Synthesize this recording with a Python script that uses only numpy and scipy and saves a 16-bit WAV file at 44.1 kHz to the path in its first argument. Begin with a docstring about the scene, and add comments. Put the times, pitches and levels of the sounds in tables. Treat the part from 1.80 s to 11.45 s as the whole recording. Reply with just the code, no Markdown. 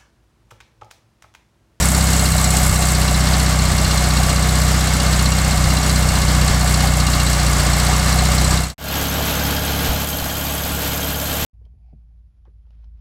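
"""An air-cooled flat-four idles at the open back of a car in a garage doorway. First, from straight behind,
exhaust pulses merge into a loping throb with the odd missed firing, over rushing fan air, rattling tinware
and ticking tappets. Near 7 s this fades out and a faster, quieter idle fades in, heard from one side.
Just after 8 s come soft thumps and a sudden drop in the lows and mids; then the listener edges closer."""
import sys
import numpy as np
from scipy import signal
from scipy.fft import rfft, irfft, next_fast_len
from scipy.io import wavfile
from scipy.ndimage import uniform_filter1d

SR = 44100
rng = np.random.default_rng(int(sys.argv[2]) if len(sys.argv) > 2 else 0)


def dump_mix(stems):
    """Bounce the given channels to the path in sys.argv[1] as a 16-bit WAV at rate SR."""
    frames = np.atleast_2d(stems).T  # one column per channel
    limited = np.clip(frames, -1, 1)  # hard clip at full scale
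    pcm = np.round(limited * 32767).astype(np.int16)
    wavfile.write(sys.argv[1], SR, pcm)


N = 425565
TIME = np.arange(N) / SR


def undb(db):
    """Amplitude ratio of a level in decibels."""
    return 10 ** (np.asarray(db) / 20)

def rms(x):
    """Root-mean-square amplitude."""
    return np.sqrt(np.mean(x ** 2))

def ramp(from_s, length_s):
    """Linear rise from 0 to 1."""
    return np.clip((TIME - from_s) / length_s, 0, 1)

def colour(x, spectrum):
    """Zero-phase filtering by a curve of (frequency [Hz], gain [dB]) points."""
    hz, db = np.transpose(spectrum)
    size = next_fast_len(N)
    freq = np.maximum(np.arange(size // 2 + 1) * SR / size, 1)
    gain = undb(np.interp(np.log(freq), np.log(hz), db))
    return irfft(rfft(x, size) * gain, size)[:N]

def resonate(x, hz, width_hz):
    """Resonance: two equal band-pass stages in cascade give steep skirts."""
    b, a = signal.iirpeak(hz, hz / width_hz, fs=SR)
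    return signal.lfilter(b, a, signal.lfilter(b, a, x))

def wander(rate_hz):
    """Smooth random fluctuation of unit RMS."""
    hold = int(SR / rate_hz)
    steps = np.repeat(rng.standard_normal(N // hold + 1), hold)[:N]
    smooth = uniform_filter1d(steps, hold)
    return smooth / rms(smooth)

def last_passage(cycle, cycle_hz, phase):
    """Periodic timing: the number of the cycle, and the seconds since it passed a given phase."""
    count, part = np.divmod(cycle - phase + 2, 1)
    return count.astype(int), part / cycle_hz

def impacts(cycle, cycle_hz, phase, decay_s, scatter_db, rise_s=0.00075):
    """Exponentially damped envelope of one blow a cycle, each a little different in force."""
    count, since = last_passage(cycle, cycle_hz, phase)
    force = undb(scatter_db * np.minimum(rng.standard_normal(size=256), 1.5))
    return force[count] * (1 - np.exp(-since / rise_s)) * np.exp(-since / decay_s)


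# Spectrum of the cooling air (frequency [Hz], relative spectral level [dB])
SLOW_AIR = [(100, -4.5), (230, 1.5), (380, -3.5), (1000, -3), (1800, -4.5), (2450, -9.5), (3600, -8),
            (4400, -6.5), (6200, -8.5), (8000, -4.5), (9300, -17), (11300, -18.5), (13500, -20),
            (15800, -27)]
FAST_AIR = [(100, -7), (280, -2), (390, -7.5), (650, -4.5), (1400, -9.5), (1950, -9.5), (3200, -7),
            (5300, -14), (7500, -11.5), (9900, -22), (11400, -14), (12500, -6), (14000, -17),
            (15800, -14.5)]

def fan(spectrum, flutter_db=1.0):
    """Turbulence: air rushing through the shroud radiates broadband noise."""
    air = colour(rng.standard_normal(N), spectrum)
    return air / rms(air) * undb(flutter_db * wander(25))


# Modes of the castings and tinware (frequency [Hz], bandwidth [Hz], relative gain [dB])
SLOW_TIN_MODES = [(596, 89, -3.5), (729.4, 114, -1.5), (834, 49, -9), (1152, 150, -3.5), (1456, 137, -7),
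                  (1692, 180, -9.5), (2138, 180, -6), (2780, 270, -15.5)]
FAST_TIN_MODES = [(475, 81, -.5), (622, 94, -0.5), (836, 130, -3.5), (1144, 240, -6.5), (1403, 105, -3),
                  (1616, 67, -3), (3140, 290, -12.5), (6570, 500, -16)]

def tinware(cycle, modes, repeat, throb):
    """Forced vibration: gears and pistons shake the metal, partly alike each cycle, pulsing as it fires."""
    points_per_cycle = 2800
    pattern = rng.standard_normal(points_per_cycle)[(cycle % 1 * points_per_cycle).astype(int)]
    shake = repeat * pattern + rng.standard_normal(N)
    shake *= 1 + throb * np.cos(8 * np.pi * cycle)  # four firings a cycle
    metal = sum(undb(db) * resonate(shake, hz, width_hz) for hz, width_hz, db in modes)
    return metal / rms(metal)


# Stray knocks and thumps (time [s], level [dB], frequency [Hz], decay time [s])
STRAY_KNOCKS = [(5.033, -13, 790, .014), (6.088, -14, 760, .016), (8.09, -7, 58, .013),
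                (8.14, -15, 60, .01), (8.422, -16, 50, .01), (8.842, -21, 50, .01), (8.925, -19, 60, .01)]

def knocks(rise_s=0.0022):
    """Damped oscillation: now and then a dull knock or a soft low thump stands out."""
    out = np.zeros(N)
    for at_s, db, hz, decay_s in STRAY_KNOCKS:
        since = np.maximum(TIME - at_s, 0)
        envelope = (1 - np.exp(-since / rise_s)) * np.exp(-since / decay_s)
        out -= undb(db) * envelope * np.sin(2 * np.pi * hz * since)
    return out


# Modes of the struck steel parts (phase [cycles], level re fan [dB], frequency [Hz], decay time [s])
SLOW_STEEL_MODES = [(.47, -11, 2790, 0.015), (.49, -8, 4080, 0.014), (.5, -10, 4290, 0.014),
                    (0.4, -9, 4450, .011), (.47, -7.5, 4710, 0.0055), (.46, -8, 5600, .009),
                    (.445, -14, 5500, 0.0064), (.445, -5, 8040, .009), (.445, -5, 8420, .007),
                    (.21, -7, 7550, .008), (.21, -10, 8050, 0.0072), (.955, -5, 7870, 0.0061),
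                    (.955, -8, 6900, 0.0096), (.715, -12.5, 10000, 0.012), (.72, -11.5, 2100, 0.0093),
                    (0.95, -14.5, 2200, .012), (0.97, -11.5, 725, 0.017)]
FAST_STEEL_MODES = [(0.97, -7, 3170, 0.01), (.98, -13, 4220, 0.015), (1, -14, 5000, 0.015),
                    (0.89, -12, 8310, 0.014), (0.5, -10.5, 6430, 0.013), (.45, -12, 8000, 0.016),
                    (.7, -3.5, 12000, .009), (.45, -6, 11000, .009), (.24, -12, 1620, .012)]

def steel(cycle, cycle_hz, modes, scatter_db, detune):
    """Free vibration: rockers, springs and push rods ring near their natural frequencies once a cycle."""
    out = 0
    for phase, db, hz, decay_s in modes:
        count, since = last_passage(cycle, cycle_hz, phase)
        pitch_hz = hz * (1 + detune * rng.standard_normal(size=256))[count]
        angle = 2 * np.pi * (pitch_hz * since + rng.random(size=256)[count])
        envelope = impacts(cycle, cycle_hz, phase, decay_s, scatter_db)
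        out += undb(db) * envelope * np.sqrt(2) * np.sin(angle)
    return out


# Tappet ticks (phase [cycles], level re fan [dB])
SLOW_TAPPETS = [(.19, -5), (.445, -4), (.715, -5.5), (.955, -4)]
FAST_TAPPETS = [(.215, 1), (.45, -5), (.68, -8), (.96, -0.5)]
# Spectrum of a tick (frequency [Hz], relative level [dB])
SLOW_TICK = [(1500, -19), (4000, -22.5), (7500, 2), (9500, 0), (11300, -2), (13000, -3.5), (15800, -14)]
FAST_TICK = [(1500, -16), (4000, -12), (7500, 0), (9800, -6), (12400, 4), (14000, 1), (15800, -11)]
# Valve-gear blows (phase [cycles], level re fan [dB], frequency [Hz], bandwidth [Hz], decay time [s])
SLOW_BLOWS = [(.445, 4, 7700, 3600, .005), (.475, -2.5, 4270, 1470, 0.0097), (.21, -3, 8200, 900, 0.0037),
              (.955, 0, 7970, 2000, 0.0051), (0, -1.5, 680, 300, 0.0051), (.76, -3, 1220, 460, .006)]
FAST_BLOWS = [(.7, -1, 12600, 2500, 0.01), (0.95, -5.5, 4400, 2900, .008), (0.64, -2, 770, 320, 0.0031),
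              (0.315, -2, 670, 290, .005)]

def valve_gear(cycle, cycle_hz, tappets, tick, blows, scatter_db=3.0, tick_decay_s=0.01):
    """Impact noise: four tappets tick in turn; heavier blows rattle heads and covers in their own bands."""
    noise = rng.standard_normal(N)
    envelope = sum(undb(db) * impacts(cycle, cycle_hz, phase, tick_decay_s, scatter_db)
                   for phase, db in tappets)
    out = colour(envelope * noise, tick) / rms(colour(noise, tick))
    for phase, db, hz, width_hz, decay_s in blows:
        noise = rng.standard_normal(N)
        envelope = impacts(cycle, cycle_hz, phase, decay_s, scatter_db)
        rattle = resonate(envelope * noise, hz, width_hz)
        out += undb(db) * rattle / rms(resonate(noise[:SR], hz, width_hz))
    return out


def chuff(cycle, cycle_hz, phase=0.675, level_db=-6.5, hz=255, swell_s=0.0038, scatter_db=1, detune=0.03):
    """Pipe resonance: one cylinder's puff booms once a cycle, giving the idle its lope."""
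    count, since = last_passage(cycle, cycle_hz, phase)
    force, bend = rng.standard_normal(size=(256, 2))[count].T
    envelope = since / swell_s * np.exp(1 - since / swell_s)
    boom = np.sin(2 * np.pi * hz * (1 + detune * bend) * since)
    return undb(level_db + scatter_db * force) * envelope * boom


# Spectrum of one exhaust puff after the silencer (frequency [Hz], relative level [dB])
PUFF_SPECTRUM = [(15, -26), (30, 3), (55, -0.5), (85, 2.5), (150, -7), (230, -15.5), (400, -24), (900, -72)]
# Missed and weak firings (time [s], peak level of the missing puff [dB])
MISSED_FIRINGS = [(.536, -9), (.914, -6), (1.873, -18), (1.937, -7), (2.001, -17), (2.065, -8),
                  (3.792, -15), (3.857, -7), (4.309, -10), (4.374, -17), (4.439, -11), (4.7, -7),
                  (5.818, -15), (6.605, -17)]

def misfires():
    """Superposition: a failed firing acts as an inverted puff, leaving a hole in the throb."""
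    holes, impulse = np.zeros(N), np.zeros(N)
    impulse[N // 2] = 1
    for at_s, db in MISSED_FIRINGS:
        holes[int(at_s * SR)] -= undb(db)
    return colour(holes, PUFF_SPECTRUM) / colour(impulse, PUFF_SPECTRUM).max()


# Exhaust harmonics (order [multiple of the cycle rate], relative level [dB])
SLOW_HARMONICS = [(2, -34), (3, -39), (4, 0.5), (5, -33), (6, -9), (8, -9), (10, -5), (12, -10.5),
                  (13, -22), (18, -25.5)]
FAST_HARMONICS = [(4, 0.5), (5, -19), (6, -7.5), (7, -25), (8, -6), (10, -5.5), (12, -17), (13, -12.5),
                  (14, -16), (15, -15), (16, -10), (18, -26), (20, -23)]
# Silencer resonances (frequency [Hz], bandwidth [Hz])
SLOW_SILENCER = [(143, 10), (229, 23)]
FAST_SILENCER = [(95, 18), (256, 28)]

def exhaust(cycle, cycle_hz, harmonics, silencer, puff_phase, uneven_db, jitter=0.0026, flutter_db=0.57):
    """Fourier series: periodic puffs form a harmonic note; the silencer's phase lag draws each one out."""
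    angle = 2 * np.pi * (cycle - puff_phase + jitter * wander(30))
    tone = 0
    for order, db in harmonics:
        hz = order * cycle_hz.mean()
        lag = sum(2 * np.arctan2(width * hz, centre ** 2 - hz ** 2) for centre, width in silencer)
        tone += undb(db) * np.cos(order * angle - lag)
    firings = np.diff(np.floor(cycle * 4), prepend=0) > 0
    uneven = colour(firings * rng.standard_normal(N), PUFF_SPECTRUM)  # no two puffs are equally strong
    return tone / rms(tone) * undb(flutter_db * wander(12)) + undb(uneven_db) * uneven / rms(uneven)


def crank(speed, begin_s, start_phase):
    """Four-stroke cycle, two crank turns long: the running count of cycles and their rate."""
    cycle_hz = np.interp(TIME, *np.transpose(speed)) / 2
    cycle = np.cumsum(cycle_hz) / SR
    return start_phase + cycle - cycle[int(begin_s * SR)], cycle_hz

def at_listener(throb, machinery, throb_db, body_db, treble_db, split_hz=6300):
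    """Spectral balance: the exhaust adds to the machinery's low and high bands, each at its own level."""
    body = signal.sosfiltfilt(signal.butter(6, split_hz, fs=SR, output="sos"), machinery)
    treble = machinery - body
    return throb * undb(throb_db) + body / rms(body) * undb(body_db) + treble / rms(treble) * undb(treble_db)


# Crank speed of the slow idle, which hunts, sags and picks up (time [s], speed [rev/s])
SLOW_SPEED = [(0.0, 32.34), (0.2, 32.59), (1.25, 31.06), (1.58, 31.45), (2.16, 30.98), (3.1, 31.44),
              (3.27, 31.06), (3.59, 31.6), (3.79, 31.01), (3.99, 31.34), (4.75, 30.38), (5.04, 30.81),
              (5.84, 29.67), (6.32, 31.21), (6.9, 31.44)]

def slow_idle(end_s=6.945, fade_s=0.21):
    """Masking: straight behind the tailpipes a heavy throb dominates the machinery, until both fade out."""
    cycle, cycle_hz = crank(SLOW_SPEED, begin_s=0, start_phase=0.073)
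    machinery = fan(SLOW_AIR) + undb(-5.5) * tinware(cycle, SLOW_TIN_MODES, repeat=1.03, throb=0.36)
    machinery += valve_gear(cycle, cycle_hz, SLOW_TAPPETS, SLOW_TICK, SLOW_BLOWS)
    machinery += steel(cycle, cycle_hz, SLOW_STEEL_MODES, scatter_db=4.5, detune=0.0115)
    throb = exhaust(cycle, cycle_hz, SLOW_HARMONICS, SLOW_SILENCER, puff_phase=0.504, uneven_db=-18.5)
    throb += chuff(cycle, cycle_hz)
    bright_db = 4 * (1 - ramp(1.125, 0.03))  # the treble is brighter at first
    swell_db = ramp(4.46, 2.1)  # later the machinery gains 1 dB
    engine = at_listener(throb, machinery, throb_db=-15, body_db=-21.5 + swell_db,
                         treble_db=-27.4 + swell_db + bright_db)
    return engine * (1 - ramp(end_s - fade_s, fade_s))


# Crank speed of the fast idle, nearly steady (time [s], speed [rev/s])
FAST_SPEED = [(6.98, 34.93), (7.43, 35.3), (7.87, 35.43), (8.32, 35.44), (8.76, 35.62), (9.2, 35.31),
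              (9.65, 35.8)]

def fast_idle(begin_s=6.98, fade_s=0.18, fade_floor=0.088, approach_db_per_s=0.7):
    """Unmasking: off to one side the exhaust is weaker and the bright ticking stands out."""
    cycle, cycle_hz = crank(FAST_SPEED, begin_s, start_phase=0.17)
    machinery = fan(FAST_AIR) + undb(-6.5) * tinware(cycle, FAST_TIN_MODES, repeat=0.89, throb=0.32)
    machinery += valve_gear(cycle, cycle_hz, FAST_TAPPETS, FAST_TICK, FAST_BLOWS)
    machinery += steel(cycle, cycle_hz, FAST_STEEL_MODES, scatter_db=5.0, detune=0.0166)
    throb = exhaust(cycle, cycle_hz, FAST_HARMONICS, FAST_SILENCER, puff_phase=0.011, uneven_db=-13)
    drop = ramp(8.21, 0.072)  # the lows and mids thin suddenly
    engine = at_listener(throb, machinery, throb_db=-23 - 4 * drop, body_db=-23 - 3.5 * drop, treble_db=-28)
    nearer_db = approach_db_per_s * np.maximum(TIME - 8.23, 0)  # the listener moves closer
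    fade = (fade_floor + (1 - fade_floor) * ramp(begin_s, fade_s)) * (TIME > begin_s)
    return engine * undb(nearer_db) * fade


def scene():
    """Superposition: the slow idle, then the fast one, with misfires and knocks added."""
    return (slow_idle() + fast_idle() + misfires() + knocks())[None]

def record(dry, ceiling=0.95, top_hz=15800):
    """Soft saturation rounds the tallest peaks; a low-pass filter cuts the highest treble."""
    rounded = dry / (1 + (dry / ceiling) ** 4) ** 0.25
    return signal.sosfilt(signal.ellip(10, 0.2, 80, top_hz, fs=SR, output="sos"), rounded)


dry = scene()
out = record(dry)
dump_mix(out)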